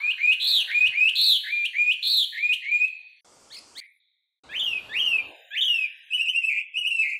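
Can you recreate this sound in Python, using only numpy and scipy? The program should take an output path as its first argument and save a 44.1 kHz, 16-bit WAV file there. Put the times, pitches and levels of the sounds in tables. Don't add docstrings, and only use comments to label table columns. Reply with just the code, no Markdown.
import sys
import numpy as np
from scipy import signal
from scipy.fft import rfft, irfft
from scipy.io import wavfile
from scipy.ndimage import uniform_filter1d

SR = 44100
rng = np.random.default_rng(int(sys.argv[2]) if len(sys.argv) > 2 else 0)


def gain_from_decibels(decibels):
    exponent = np.asarray(decibels, float) / 20
    return 10 ** exponent


def store_pcm(level_fs):
    pcm = np.round(np.clip(level_fs, -1, 1) * 32767).astype(np.int16)
    wavfile.write(sys.argv[1], SR, np.atleast_2d(pcm).T)


N = 317079

# (frequency [Hz], level [dB])
THROAT = [(1500, 11), (2400, 2), (3200, 32.5), (3900, 14.5), (4800, -8.5), (6500, -3.5), (9000, -2),
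          (15000, 0.5)]


def voice(rows, partials, flutter=(1, 1, 0, 0), breath_db=-46, scoop_hz=0, beak_hz=4450,
          widen_s=1e-4, crack_hz=9000):
    t = np.arange(max(rows[0][0], 0), rows[-1][0], 1 / SR)
    count = len(t)
    hz, level_db = curves(rows, t)
    hz = uniform_filter1d(hz, size=120, mode="nearest")

    hoarse = np.clip(np.maximum(scoop_hz - hz, hz - crack_hz) / 200, 0, 1)
    hz = hz + 14 * wander(count, size=60) + 210 * hoarse * wander(count, size=35)

    first_rate, last_rate, first_swing, last_swing = flutter
    along = (t - t[0]) / (t[-1] - t[0])
    rate = (first_rate + along * (last_rate - first_rate)) * (1 + .16 * wander(count, size=250))
    swing = (first_swing + along * (last_swing - first_swing)) * (1 + .12 * wander(count, size=200))
    swing = swing * np.minimum((t - t[0]) / widen_s, 1)
    beat = np.sin(2 * np.pi * np.cumsum(rate) / SR)
    hz = hz + swing * (beat - .3)

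    level_db = level_db - np.clip(hz - beak_hz, 0, 900) / 25
    level_db = level_db - 5 * np.clip((scoop_hz + 110 - hz) / 40, 0, 1)
    level_db = level_db + swing / 300 * (beat + wander(count, size=50))
    bright_db = .35 * (level_db + 20) + swing / 200 * beat

    turn = 2 * np.pi * np.cumsum(hz) / SR
    tone = 0
    for k, db in partials:
        overtone_db = bright_db + read(THROAT, k * hz) + 5 * wander(count, size=160)
        lift_db = (k != 1) * overtone_db
        tone = tone + gain_from_decibels(db + lift_db) * (k * hz < 15500) * np.cos(k * turn)
    high_pass = signal.butter(4, 4500, "high", fs=SR, output="sos")
    breath = gain_from_decibels(breath_db + bright_db) * signal.sosfilt(high_pass, rng.standard_normal(count))
    edge = np.clip(np.minimum(t - t[0], t[-1] - t) / .007, 0, 1) ** 2
    return t[0], np.sqrt(2) * gain_from_decibels(level_db) * (tone + breath) * edge


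# (share of the scoop [0-1], pitch [Hz], level [dB])
SCOOP = [(0, 1756, -16), (.4, 1800, -7), (.62, 2075, -2), (.8, 2287, -5), (.93, 2370, -11.5)]
LAND_HZ = 2403.4


def riser_line(land, scoop, hold, end_hz, db, flick_hz, depth):
    end = land + hold
    swell_db = -2 + 0.0296 * (end_hz - LAND_HZ)
    shut_hz = flick_hz + 0.46 * (flick_hz - end_hz)
    rows = [(land - scoop * (1 - a), LAND_HZ + depth * (hz - LAND_HZ), db + d) for a, hz, d in SCOOP]
    return rows + [(land, LAND_HZ, db), (end, end_hz, db + swell_db),
                   (end + 0.019, flick_hz, db + 1.5), (end + .03, shut_hz, db - 11)]


# (full voice lands [s], scoop before it [s], hold [s], pitch at end of hold [Hz], level [dB])
RISERS = [
    (.036, 0.097, .062, 2512, -25.5),
    (0.232, 0.058, 0.079, 2544, -21.5),
    (0.747, .077, .106, 2530, -21.5),
    (0.974, 0.056, 0.099, 2642, -22),
    (1.525, 0.095, 0.12, 2397, -25),
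    (1.784, .056, .117, 2494, -21.5),
    (2.429, 0.11, 0.09, 2500, -23),
    (2.717, 0.1, 0.12, 2500, -22.5),
]
# (multiple of the pitch [1], level [dB])
RISER_PARTIALS = [(1, 0.5), (1.5, -60), (2, -35), (3, -35), (4, -61), (5, -51.5)]


def risers(out):
    for k, row in enumerate(RISERS):
        flick_hz = 2600 if k == len(RISERS) - 1 else 2997
        depth = 0.54 ** (k % 2)
        add(out, *voice(riser_line(*row, flick_hz, depth), RISER_PARTIALS, breath_db=-50.0,
                        scoop_hz=2201, crack_hz=2850))


# (time [s], level [dB], length [s])
SNAPS = [
    (0.11, -51, 0.011),
    (0.331, -42, 0.021),
    (0.878, -43.5, 0.011),
    (1.096, -39, 0.0065),
    (1.657, -38.5, 0.0092),
    (1.93, -45.5, 0.015),
    (2.54, -38, 0.016),
    (2.881, -53.5, 0.00795),
    (3.544, -51.5, 0.018),
    (3.797, -49.5, 0.021),
]


def snaps(out):
    t = np.arange(-2000, 2000) / SR
    wide = signal.butter(2, [2800, 11000], "band", fs=SR, output="sos")
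    throat = signal.butter(2, [2900, 3800], "band", fs=SR, output="sos")
    for s, db, length in SNAPS:
        puff = signal.sosfilt(wide, rng.standard_normal(len(t)))
        puff += gain_from_decibels(17.5) * signal.sosfilt(throat, puff)
        add(out, s + t[0], gain_from_decibels(db) * puff * np.exp(-2 * (t / length) ** 2))


def stretched(line, start, length, hz, db, depth):
    return [(start + a * length, hz * (1 + depth * (ratio - 1)), db + d) for a, ratio, d in line]


# (start [s], length [s], centre pitch [Hz], level [dB], depth of the line [1])
TRILLS = [
    (0.394, 0.24, 4210, -21.5, 0.92),
    (1.149, 0.23, 4234, -19, 0.69),
    (2.021, .233, 4240, -21.5, 0.64),
]
# (share of the length [0-1], pitch over centre [1], level [dB])
TRILL_LINE = [(0, 0.83, -11), (.08, 0.9, -7), (.22, 0.91, -4), (.4, 1.0, -2.5), (.74, .86, 0.54),
              (.88, .72, -3.5), (1, .6, -5.5)]
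# (multiple of the pitch [1], level [dB])
TRILL_PARTIALS = [(1, 1.5), (1.5, -48.5), (2, -24), (3, -25.5), (4, -35), (5, -57)]


def trills(out):
    for row in TRILLS:
        add(out, *voice(stretched(TRILL_LINE, *row), TRILL_PARTIALS, (130.3, 110.24, 450, 200),
                        breath_db=-26.5))


# (time from the peak [s], plain pitch [Hz], added by the wobble [Hz], level [dB])
ARCH_LINE = [(-.115, 1605, -80.5, -25.5), (-.07, 1911, -59.5, -12), (-.032, 2600, 620.5, -1),
             (-.014, 2960, -20.5, -4.5), (0.0, 3008, 639, 2), (0.019, 2850, 100, -2),
             (.05, 3024, 319.5, -2.5), (.066, 2890, 62, 0.9)]


def arch_line(peak, fall, depth, db):
    rows = [(peak + s, hz + depth * more_hz, db + d) for s, hz, more_hz, d in ARCH_LINE]
    end, end_hz = peak + fall, 2370
    fade = end - .04
    fade_hz = np.interp(fade, [rows[-1][0], end], [rows[-1][1], end_hz])
    return rows + [(fade, fade_hz, db - 4), (end, end_hz, db - 9.5)]


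# (peak [s], fall [s], depth of the wobble at the top [1], level [dB])
ARCHES = [
    (4.601, 0.19, .95, -23.5),
    (5.003, 0.21, .3, -20.5),
    (5.617, 0.25, 1.05, -20),
]
# (multiple of the pitch [1], level [dB])
ARCH_PARTIALS = [(1, -3), (1.5, -72), (2, -29.5), (3, -39), (4, -41.5), (5, -53.5)]


def arches(out):
    for row in ARCHES:
        depth, line = row[2], arch_line(*row)
        add(out, *voice(line, ARCH_PARTIALS, (21, 17, 25, 45), breath_db=-43))
        strand = [(s, 1.5 * hz, db - 7.5 / depth) for s, hz, db in line[:2]]
        add(out, *voice(strand, [(1, 0)]))


def chirp_line(start, climb, hold, top_hz, db):
    end = start + climb + hold
    end_hz = top_hz - 1800 * hold
    return [(start, 2700, db - 19.5), (start + 0.414 * climb, 2500, db - 8), (start + climb, top_hz, db),
            (end, end_hz, db - 4.5), (end + .012, end_hz - 160, db - 4.5 - 7)]


# (start [s], climb [s], hold [s], top pitch [Hz], level [dB])
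CHIRPS = [
    (6.1, 0.044, 0.024, 2989, -22.5),
    (6.166, 0.052, 0.0079, 2816, -21),
    (6.243, 0.056, 0.0056, 3048, -21),
    (6.325, .038, 0.025, 2790, -21.5),
    (6.411, 0.041, .03, 2686, -22),
    (6.733, .046, 0.034, 2946, -23.5),
    (6.818, .058, 0.013, 2947, -21.5),
    (6.899, 0.015, 0.062, 2770, -24),
    (6.978, 0.015, .034, 2643, -22.5),
]
# (multiple of the pitch [1], level [dB])
CHIRP_PARTIALS = [(1, 0), (1.5, -61.5), (2, -26.5), (3, -26), (4, -36), (5, -47)]
DOUBLING_S, HALF_PARTIALS = 6.82, [(1.5, -49.5), (2.5, -39.5), (3.5, -39)]


def chirps(out):
    for row in CHIRPS:
        doubled = int(row[0] > DOUBLING_S)
        add(out, *voice(chirp_line(*row), CHIRP_PARTIALS + HALF_PARTIALS * doubled, breath_db=-58))


# (start [s], length [s], centre pitch [Hz], level [dB], depth of the line [1])
BUZZES = [
    (6.478, .142, 2437, -28, 1.1),
    (7.014, .15, 2370, -28.5, .7),
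]
# (share of the length [0-1], pitch over centre [1], level [dB])
BUZZ_LINE = [(0, 1.1, -1.5), (.16, 1.02, 1.1), (.42, .99, -2), (.75, 1.02, -1.4), (1, 1.09, -7)]
# (multiple of the pitch [1], level [dB])
BUZZ_PARTIALS = [(1, 0.5), (2, -28.5), (3, -28.5), (4, -39), (5, -42.5), (6, -45)]


def buzzes(out):
    for row in BUZZES:
        add(out, *voice(stretched(BUZZ_LINE, *row), BUZZ_PARTIALS, (190, 180, 226.3, 218),
                        breath_db=-56, widen_s=.025))


KICKS_HZ = [4500, 4830, 5370, 5170]


def far_line(start, kick, gap, db):
    rest_hz, rest_db = 4050, db - 2
    rows = [(start, 2850, db - 14.5)]
    for k, hz in enumerate(KICKS_HZ):
        top = kick + k * gap
        rows += [(top - 0.00491, rest_hz, rest_db), (top, hz, db)]
    return rows + [(rows[-1][0] + gap / 2, (hz + rest_hz) / 2, rest_db)]


# (start [s], first kick [s], gap between kicks [s], level [dB])
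FAR_CALLS = [
    (3.497, 3.528, .0203, -43),
    (3.748, 3.782, .014, -37.5),
]
# (multiple of the pitch [1], level [dB])
FAR_PARTIALS = [(1, 0), (.5, -10), (1.5, -8), (2, -7)]


def far_calls(out):
    for row in FAR_CALLS:
        add(out, *voice(far_line(*row), FAR_PARTIALS, (240, 260, 40, 140), breath_db=-13, beak_hz=5600))


def birds():
    out = np.zeros(N)
    for sing in (risers, snaps, trills, arches, chirps, buzzes, far_calls):
        sing(out)
    return out


# (start [s], end [s], near echo [dB], its t60 [s], far echo [dB], its t60 [s])
TAKES = [
    (0, 3.19, -5.5, 0.22, -9.5, 0.82),
    (3.246, 3.803, -4.5, 0.33, -10.5, .6),
    (4.435, 7.2, 0, 0.14, -9.5, 0.64),
]
# (frequency [Hz], level [dB])
ECHO_COLOUR = [(1000, 0), (4500, -2.5), (6000, -4.5), (15000, -2)]


def trunks():
    age = np.arange(SR) / SR
    colour = gain_from_decibels(read(ECHO_COLOUR, np.fft.rfftfreq(SR, 1 / SR)))
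    tails = []
    for start, end, near_db, near_t60, far_db, far_t60 in TAKES:
        decay = gain_from_decibels(-60 * age / np.array([[near_t60], [far_t60]]))
        taps = rng.standard_normal((2, SR)) * decay * (age > .004)
        tail = gain_from_decibels([near_db, far_db]) @ (taps / np.linalg.norm(taps, axis=1, keepdims=True))
        tails.append(irfft(rfft(tail) * colour))
    return tails


def wood(x):
    t, out = np.arange(N) / SR, np.zeros(N)
    for (start, end, *_), tail in zip(TAKES, trunks()):
        inside = np.clip(np.minimum(t - start, end - t) / 0.0012, 0, 1)
        out += inside * (x + signal.fftconvolve(x * inside, tail)[:N])
    return out


# (time [s], wash bottom [Hz], wash top [Hz]), the wash being the band of the song
OPEN = [(0, 1466, 4660), (1.4, 1507, 4750), (2.25, 1598, 4750), (2.4, 1767, 4690), (3.2, 1700, 4500),
        (3.24, 1490, 4960), (5.2, 1450, 4734), (5.45, 1459, 3895), (6.28, 1560, 4000), (6.34, 1954, 3480)]


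def filtered(x, gate_db=-88):
    hz, t, z = signal.stft(x, SR, nperseg=512, noverlap=384)
    hz = hz[:, None]
    bottom, top = curves(OPEN, t)
    held = uniform_filter1d(uniform_filter1d(abs(z) ** 2, size=14, axis=1), size=3, axis=0)
    held_db = 10 * np.log10(abs(held) + 1e-20)
    kept = np.where(hz > top, .5 + .5 * np.tanh((held_db - gate_db) / 1.5), 1)
    kept = kept * between(hz, bottom - 20, SR)
    return signal.istft(z * kept, SR, nperseg=512, noverlap=384)[1][:N]


# (start [s], end [s], first level [dB], last level [dB])
MIDDLE = [(0, 2.8, -49.5, -60.5), (2.6, 3.21, -57, -62), (3.245, 3.87, -67, -65.5),
          (4.435, 6.4, -58.5, -55), (6.4, 7.05, -52.5, -66)]


def middle_hiss():
    return bursts(MIDDLE) * hiss(lambda t, hz: between(hz, *curves(OPEN, t)) * gain_from_decibels(-.4 * hz / 1000),
                                 streak_db=4.5)


# (start [s], end [s], first level [dB], last level [dB])
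UPPER = [(0, 2.4, -66, -66), (2.4, 4, -71, -71), (4.5, 6.5, -66, -70.5), (6.5, 7.2, -77.5, -67.5)]


def upper_hiss():
    return bursts(UPPER) * hiss(lambda t, hz: between(hz, 4800, 15600) * gain_from_decibels(-.3 * hz / 1000), streak_db=7)


# (start [s], end [s], first level [dB], last level [dB])
WASH = [(0, .36, -53, -83), (.42, 1.1, -59.5, -65), (1.1, 1.5, -70, -91), (2.29, 2.37, -79, -90),
        (2.93, 3.06, -79, -79), (3.245, 3.803, -61, -60.5), (4.435, 5.3, -55.5, -51.5),
        (5.3, 5.57, -47, -76), (5.68, 5.81, -75.5, -70), (5.95, 6.4, -91.5, -94)]
# (time [s], bottom [Hz], top [Hz])
WASH_EDGES = [(0, 875, 1420), (.39, 1086, 1300), (.42, 490, 1500), (1.15, 440, 1500), (1.45, 605, 1020),
              (2.25, 235, 450), (2.4, 245, 445), (2.9, 648, 935), (3.2, 654, 950), (3.24, 200, 1490),
              (5.2, 180, 1580), (5.3, 277, 1080), (5.45, 500, 790), (5.7, 600, 800)]


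def low_wash():
    return bursts(WASH) * hiss(lambda t, hz: between(hz, *curves(WASH_EDGES, t)) * gain_from_decibels(-2.5 * hz / 1000))


# (start [s], end [s], first level [dB], last level [dB])
FRESH = [(3.245, 3.803, -60, -57.5), (4.435, 4.78, -66, -66.5), (4.78, 5.1, -68.5, -64)]
# (frequency [Hz], level per Hz [dB])
TOP = [(2710, -30), (4600, 3.5), (8340, 2.5), (12500, -22), (13700, -34), (14000, -49), (15500, -53)]


def fresh_hiss():
    return bursts(FRESH) * hiss(lambda t, hz: gain_from_decibels(read(TOP, hz)) * between(hz, 4200, 15700, 300) + 0 * t)


# (start [s], end [s], first level [dB], last level [dB])
GUSTS = [(0, .04, -66, -78), (.785, .94, -56, -59), (1.03, 1.11, -59, -59), (1.165, 1.27, -58, -60),
         (0, 3.19, -96, -100), (5.33, 7.19, -99, -101), (3.245, 3.803, -75, -75), (4.435, 5.33, -64, -63)]
# (frequency [Hz], level per Hz [dB])
RUMBLE = [(12, -43.5), (20, -14), (54, 2.5), (124, 2), (156, 2), (237, -27), (320, -32), (420, -73),
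          (700, -120)]


def wind():
    return bursts(GUSTS, 0.042) * hiss(lambda t, hz: gain_from_decibels(read(RUMBLE, hz)) + 0 * t)


# (start [s], end [s], first level [dB], last level [dB])
SCRAPS = [
    [(3.81, 4.0, -45, -72.5), (4.0, 4.395, -74, -93)],
    [(3.81, 4.0, -71, -82), (4.0, 4.395, -67.5, -86.5)],
]
# (frequency [Hz], spread [Hz])
SCRAP_BANDS = [(2200, 180), (3750, 280)]


def scraps():
    bands = [hiss(lambda t, hz: np.exp(-.5 * ((hz - f) / w) ** 2) + 0 * t) for f, w in SCRAP_BANDS]
    return sum(bursts(rows, 0.0012) * band for rows, band in zip(SCRAPS, bands))


def hiss(shape, streak_db=0):
    t = np.arange(N // 256 + 5)[:, None] * 256 / SR
    hz = np.fft.rfftfreq(1024, 1 / SR)
    a, b, streaks = rng.standard_normal((3, len(t), 513))
    streaks = evened(uniform_filter1d(uniform_filter1d(streaks, size=70, axis=0), size=9, axis=1))
    size = shape(t, hz) * gain_from_decibels(streak_db * np.clip(streaks, -3, 1.2))
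    size = size / np.linalg.norm(size, axis=1, keepdims=True)
    return evened(signal.istft(((a + 1j * b) * size).T, nperseg=1024, noverlap=768)[1][:N])


def bursts(rows, ramp=0.0022):
    t, level = np.arange(N) / SR, 0
    for start, end, first_db, last_db in rows:
        gate = np.clip(np.minimum(t - start, end - t) / ramp, 0, 1)
        level = level + gain_from_decibels(np.interp(t, [start, end], [first_db, last_db])) * gate
    return level


def between(hz, lo, hi, soft_hz=35):
    return .25 * (1 + np.tanh((hz - lo) / soft_hz)) * (1 + np.tanh((hi - hz) / soft_hz)) + 1e-5


def evened(x):
    return x / np.sqrt(np.mean(x ** 2) + 1e-20)


def wander(count, size):
    return evened(uniform_filter1d(uniform_filter1d(rng.standard_normal(count), size=size), size=size))


def read(points, hz):
    f, value = np.transpose(points)
    return np.interp(np.log(hz + 1), np.log(f + 1), value)


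def curves(rows, t):
    s, *columns = np.transpose(rows)
    return [np.interp(t, s, c) for c in columns]


def add(mix, s, sound):
    part = mix[round(s * SR):][:len(sound)]
    part += sound[:len(part)]


def scene():
    song = filtered(wood(birds()) + middle_hiss() + upper_hiss())
    free_air = wind() + fresh_hiss() + low_wash()
    return (song + free_air + scraps())[None]


def roll_off(x):
    return signal.sosfilt(signal.butter(12, 15670, fs=SR, output="sos"), x)


def record(dry):
    mix = dry + gain_from_decibels(-102) * rng.standard_normal(dry.shape)
    return roll_off(mix)


dry = scene()
out = record(dry)
store_pcm(out)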